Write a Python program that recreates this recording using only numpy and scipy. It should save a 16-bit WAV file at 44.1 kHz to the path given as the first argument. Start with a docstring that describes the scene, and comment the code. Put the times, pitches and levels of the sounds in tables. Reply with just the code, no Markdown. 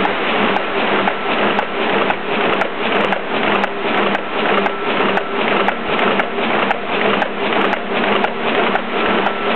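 """A small sheetfed offset press runs at about two sheets a second, heard on a walk up to its feeder.
In every turn gears rumble, suction air and paper rush, cams knock, panels boom and the feeder shuts
with a hard clack; now and then a sheet slaps a guide. Motor, pump and blower hum underneath, with a few
dull bumps. The narrow-band microphone ducks its gain after each clack and clips the peaks."""
import sys
import numpy as np
from scipy import signal
from scipy.fft import rfft, irfft, next_fast_len
from scipy.io import wavfile
from scipy.ndimage import uniform_filter1d, map_coordinates

SR = 44100
rng = np.random.default_rng(int(sys.argv[2]) if len(sys.argv) > 2 else 0)


def dump(signal):
    """Clip the signal to [-1, 1] and save it as 16-bit WAV at the path in sys.argv[1]."""
    limited = np.clip(np.atleast_2d(signal).T, -1, 1)
    pcm = np.round(limited * 32767).astype(np.int16)
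    wavfile.write(sys.argv[1], SR, pcm)


N = 421155
TIME = np.arange(N) / SR

# The colour of rattles and paper cracks. Each row: frequency in Hz, level in dB.
RATTLE_SPECTRUM = [(40, -24), (130, -18.5), (250, -12.5), (700, -3.5), (1500, 5.5), (2100, 6.5),
                   (3000, 2.5), (4000, -4.5)]


def feeder_clacks(level_db=7, ring_hz=796, scatter_db=1.0, detune=.03, lead_s=.0012):
    """The feeder bar hits its stop at the end of each turn: a loud, hollow, heavily damped ring."""
    out = np.zeros(N)
    t = np.arange(SR // 10) / SR
    envelope = fade(t, t60=0.02, attack_s=.0015)
    for end in turn_ends():
        force, pitch = rng.standard_normal(2)
        ring = np.sin(2 * np.pi * ring_hz * (1 + detune * pitch) * t)
        add(out, end - lead_s, amp(level_db + scatter_db * force) * envelope * ring)
    return out


def knocks(scatter_db=0.68, detune=.025, jitter_s=0.00056):
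    """Cams, suckers and stops strike in every turn: a short ring and a rattle, never twice quite alike."""
    # Each row: time from the clack in seconds, ring pitch in Hz, ring level in dB, rattle level in dB.
    contacts = [(-.273, 596, -15.5, -27.5), (-.2055, 719, -18.5, -11.5), (-.177, 2456, -19.5, -14.5),
                (-.166, 678, -12, -24), (-.160, 1382, -19.5, -16), (-.1195, 1350, -14.5, -15),
                (-.0885, 1200, -10.5, -18), (-.0815, 2825, -13, -15.5), (-.0805, 1354, -16, -24.5),
                (-.0795, 551, -12.5, -30.5), (-.0016, 1650, -9, -11.5), (.0046, 1460, -4.5, -12.5),
                (.0055, 648, -8.5, -18.5), (.032, 2880, -24, -20.5), (.037, 566, -14.5, -23)]
    rings, rattle_power = np.zeros(N), np.zeros(N)
    t = np.arange(SR // 10) / SR
    rattle_fade = fade(t, t60=0.04)
    for s, hz, ring_db, rattle_db in contacts:
        ring_fade = amp(ring_db) * fade(t, t60=.03 * (1000 / hz) ** 0.57)  # higher rings die sooner
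        for end in turn_ends():
            size, pitch, late = rng.standard_normal(3)
            start, force = end + s + jitter_s * late, amp(scatter_db * size)
            add(rings, start, force * ring_fade * np.sin(2 * np.pi * hz * (1 + detune * pitch) * t))
            add(rattle_power, start, (force * amp(rattle_db) * rattle_fade) ** 2)
    return rings + np.sqrt(rattle_power) * turning_noise(RATTLE_SPECTRUM, share=0.25)


def gears(idle_db=-28.5, load_boost_db=10.5, pull_boost_db=3.5):
    """The gears rumble louder as they take up the load, and surge as the sheet is pulled in."""
    # Each row: frequency in Hz, level in dB.
    rumble_spectrum = [(30, -41.5), (80, -42.5), (120, -16.5), (150, -12), (200, -3.5), (280, -2.5),
                       (430, 2), (520, -5.5), (640, -1), (1000, -4), (1600, -9), (4000, -20)]
    t = since_clack()
    load = stroke(t, start_s=.125, attack_s=0.097, release_s=0.072)
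    pull = swell(t - 0.3775, width_s=0.032)
    level_db = idle_db + load_boost_db * load + pull_boost_db * pull
    return amp(level_db) * turning_noise(rumble_spectrum, share=0.37)


def suction_air(shut_db=-34.5, open_boost_db=16, lift_boost_db=7.5):
    """Air and crinkling paper rush while the suction is open, with a hiss as the suckers lift a sheet."""
    # Each row: frequency in Hz, level in dB.
    rush_spectrum = [(150, -47), (500, -3.5), (900, -9), (1300, -17.5), (1700, -6), (2400, 4.5),
                     (3000, 2.5), (4000, 0.5)]
    t = since_clack()
    suction = stroke(t, start_s=0.089, attack_s=.125, release_s=0.011)
    lift = swell(t - 0.247, width_s=0.012)
    level_db = shut_db + open_boost_db * suction + lift_boost_db * lift
    crinkle = amp(1.3 * wobble(400) + .4 * wobble(40))
    return amp(level_db) * unit(crinkle * turning_noise(rush_spectrum, share=0.65))


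def panel_booms(scatter_db=0.5, detune=0.013):
    """The side panels resonate as the load passes, swelling and sinking at set points of the turn."""
    # Each row: time from the clack in seconds, pitch in Hz, swell width in seconds, level in dB.
    booms = [(-.305, 405.5, 0.026, -22.5), (-.24, 221.4, 0.016, -21), (-.218, 410.4, 0.025, -22.5),
             (-.158, 394, 0.0098, -28), (-.13, 203, .028, -22), (-.055, 400, 0.036, -23.5),
             (-.035, 198.6, 0.028, -21)]
    out = np.zeros(N)
    t = np.arange(-SR // 10, SR // 10) / SR
    for end in turn_ends():
        for s, hz, width_s, db in booms:
            force, pitch, phase = rng.standard_normal(3)
            envelope = amp(db + scatter_db * force) * swell(t, width_s)
            tone = np.sin(2 * np.pi * (hz * (1 + detune * pitch) * t + phase))
            add(out, end + s + t[0], envelope * tone)
    return out


def sheet_slaps(ring_db=-5, crack_db=-13):
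    """Now and then a sheet's edge hits a guide harder: a short ring and a papery crack."""
    # Each row: start in seconds, level in dB, ring pitch in Hz.
    slaps = [(2.9482, -6.5, 641), (3.0464, 0, 528), (5.005, -2.5, 1350), (5.5656, -4, 1330),
             (6.6191, -3, 1280), (7.1344, -3.5, 582), (8.549, -5, 678)]
    rings, crack_envelope = np.zeros(N), np.zeros(N)
    t = np.arange(SR // 10) / SR
    for s, db, hz in slaps:
        blow = amp(db) * fade(t, t60=.025)
        add(rings, s, blow * np.sin(2 * np.pi * hz * t))
        add(crack_envelope, s, blow)
    return amp(ring_db) * rings + amp(crack_db) * crack_envelope * noise(RATTLE_SPECTRUM)


def motor_hum():
    """Mains and motor hum, with one high overtone from the blower."""
    # Each row: pitch in Hz, level in dB.
    tones = [(120, -55), (163, -50.5), (199.3, -37), (398.8, -34), (2664, -50)]
    return sum(shaken_tone(hz, db) for hz, db in tones)


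def vacuum_pump(pitch_hz=233.3):
    """The pump drones, coming through more as the microphone leans over the sheets."""
    # The level of each harmonic in dB, from the fundamental up.
    harmonics_db = [-38.5, -36, -38.5]
    # Each row: time in seconds, gain in dB.
    gain_ride = [(0, -2), (5, -3.5), (5.8, 3.5), (9.55, 1)]
    drone = sum(shaken_tone(k * pitch_hz, db) for k, db in enumerate(harmonics_db, 1))
    return amp(along_walk(gain_ride)) * drone


def blower(rush_db, whine_hz=1333):
    """The blower rushes steadily while the whine of its blades comes and goes along the walk."""
    # Each row: time in seconds, level in dB.
    whine_ride = [(0, -36), (1.15, -30.5), (2.9, -44), (4.5, -31.5), (6.1, -35), (6.7, -40.5), (8.3, -43),
                  (9.1, -30)]
    # Each row: frequency in Hz, level in dB.
    rush_spectrum = [(30, -35.5), (85, -30), (120, -11), (145, -21.5), (180, -15), (270, -3.5), (370, -0.5),
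                     (620, -1), (1000, -4), (1600, -5), (2100, -6), (3000, -9.5)]
    whine_db = along_walk(whine_ride) + 2.1 * wobble(9.4)
    whine = np.sqrt(2) * np.sin(2 * np.pi * whine_hz * TIME + wobble(5))
    return amp(whine_db) * whine + amp(rush_db) * noise(rush_spectrum)


def dull_bumps():
    """A few low bumps, each one soft push without a ring."""
    # Each row: time in seconds, level in dB.
    pushes = [(0.091, -21), (2.496, -16.5), (5.888, -13.5), (6.493, -21), (6.894, -22), (9.087, -13.5)]
    return sum(amp(db) * swell(TIME - s, width_s=0.00042) for s, db in pushes)


def shop_walls(x, wet_db=-14):
    """The walls of the small shop answer every blow with a short tail."""
    t = np.arange(SR // 2) / SR
    tail = rng.standard_normal(len(t)) * fade(t, t60=0.19, attack_s=0.0027)
    return x + amp(wet_db) * signal.fftconvolve(x, tail / np.linalg.norm(tail))[:N]


def turn_ends(first_s=.0531, turn_s=.512305, quicken_s=.0000607):
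    """When each turn ends, in seconds; the press gathers speed very slightly."""
    turn = np.arange(-1, 20)
    return first_s + turn * turn_s - quicken_s * turn * (turn - 1) / 2


def since_clack():
    """Seconds since the last turn ended."""
    ends = turn_ends()
    return TIME - ends[np.searchsorted(ends, TIME, side="right") - 1]


def turning_noise(spectrum, share):
    """Noise with a share of its power coming back in each turn, because the same parts meet again."""
    repeating = noise(spectrum)[(since_clack() * SR).astype(int) + SR]
    return np.sqrt(share) * repeating + np.sqrt(1 - share) * noise(spectrum)


def shaken_tone(hz, db, waver_db=2.5, shake_db=1.5, drift_rad=0.4):
    """One tone of the hum, its level and phase shaken by the running press."""
    level = amp(db + waver_db * wobble(3) + shake_db * wobble(26))
    return np.sqrt(2) * level * np.sin(2 * np.pi * hz * TIME + drift_rad * wobble(13))


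def stroke(t, start_s, attack_s, release_s):
    """0 to 1 through a turn: rises, holds until the clack and lets go after it."""
    return np.clip(np.maximum((t - start_s) / attack_s, 1 - t / release_s), 0, 1)


def fade(t, t60, attack_s=0.00045):
    """The envelope of a blow: a fast rise, then 60 dB of decay in t60 seconds."""
    return amp(-60 * t / t60) * (1 - np.exp(-t / attack_s))


def swell(t, width_s):
    """A bell-shaped hump of height 1 around time 0."""
    return np.exp(-(t / width_s) ** 2 / 2)


def wobble(rate):
    """A smooth random curve, rate knots a second."""
    return map_coordinates(rng.standard_normal(int(N * rate / SR) + 4), [TIME * rate])


def along_walk(points):
    """A curve in straight lines through (seconds, value) points."""
    return np.interp(TIME, *np.transpose(points))


def coloured(x, spectrum):
    """Equalise x by (Hz, dB) points on a log frequency axis."""
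    size = next_fast_len(len(x) + 8192)
    hz, db = np.transpose(spectrum)
    bins_hz = np.fft.rfftfreq(size, 1 / SR)
    gain = amp(np.interp(np.log(bins_hz + 1), np.log(hz), db))
    return irfft(rfft(x, size) * gain, size)[:len(x)]


def noise(spectrum):
    """Coloured noise of rms 1."""
    return unit(coloured(rng.standard_normal(N), spectrum))


def add(track, s, sound):
    """Mix a sound into the track from second s."""
    start = int(round(s * SR))
    lo, hi = max(start, 0), min(start + len(sound), N)
    if hi > lo:
        track[lo:hi] += sound[lo - start:hi - start]


def amp(db):
    """Decibels as a gain."""
    return 10 ** (np.asarray(db) / 20)


def unit(x):
    """x scaled to rms 1."""
    return x / np.sqrt(np.mean(x ** 2) + 1e-20)


def scene():
    """The press in mono: towards the feeder the knocks grow and the blower's rush falls behind."""
    # Each row: time in seconds, nearness from 0 (beside the press) to 1 (in front of the feeder).
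    walk = [(0, 0), (1.3, 0.59), (2.7, 0.96), (5.3, 0.93), (8.3, 0.99), (9.55, 0.44)]
    near = along_walk(walk)
    drone = motor_hum() + vacuum_pump() + blower(rush_db=-14 - 9 * near)
    running = amp(-0.25) * (gears() + suction_air() + panel_booms())
    blows = amp(-2.5 + 7 * near) * knocks() + sheet_slaps() + feeder_clacks()
    return (shop_walls(blows) + running + drone + dull_bumps())[None]


def gain_control(x, threshold_db=-3.5, release_db_per_s=120):
    """Loud peaks pull the gain down within a few milliseconds; it soon comes back."""
    over_db = np.maximum(20 * np.log10(np.abs(x) + 1e-9) - threshold_db, 0)
    release_ramp = release_db_per_s * TIME
    duck_db = np.maximum.accumulate(over_db + release_ramp) - release_ramp
    return x * amp(-uniform_filter1d(duck_db, size=150))


def record(dry, offset=-.042, ceiling=.715, hardness=24, top_hz=15850):
    """A narrow-band microphone, gain control, a converter that sits off zero and clips, and a top cut."""
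    # Each row: frequency in Hz, gain in dB.
    mic_response = [(2850, -0.5), (3400, -5), (3800, -9.5), (4100, -19.5), (4400, -37), (4750, -82.5)]
    ducked = gain_control(coloured(dry[0], mic_response)) + offset
    clipped = ducked / (1 + np.abs(ducked / ceiling) ** hardness) ** (1 / hardness)
    passband = np.fft.rfftfreq(N, 1 / SR) < top_hz
    return irfft(rfft(clipped) * passband, N)[None]


dry = scene()
out = record(dry)
dump(out)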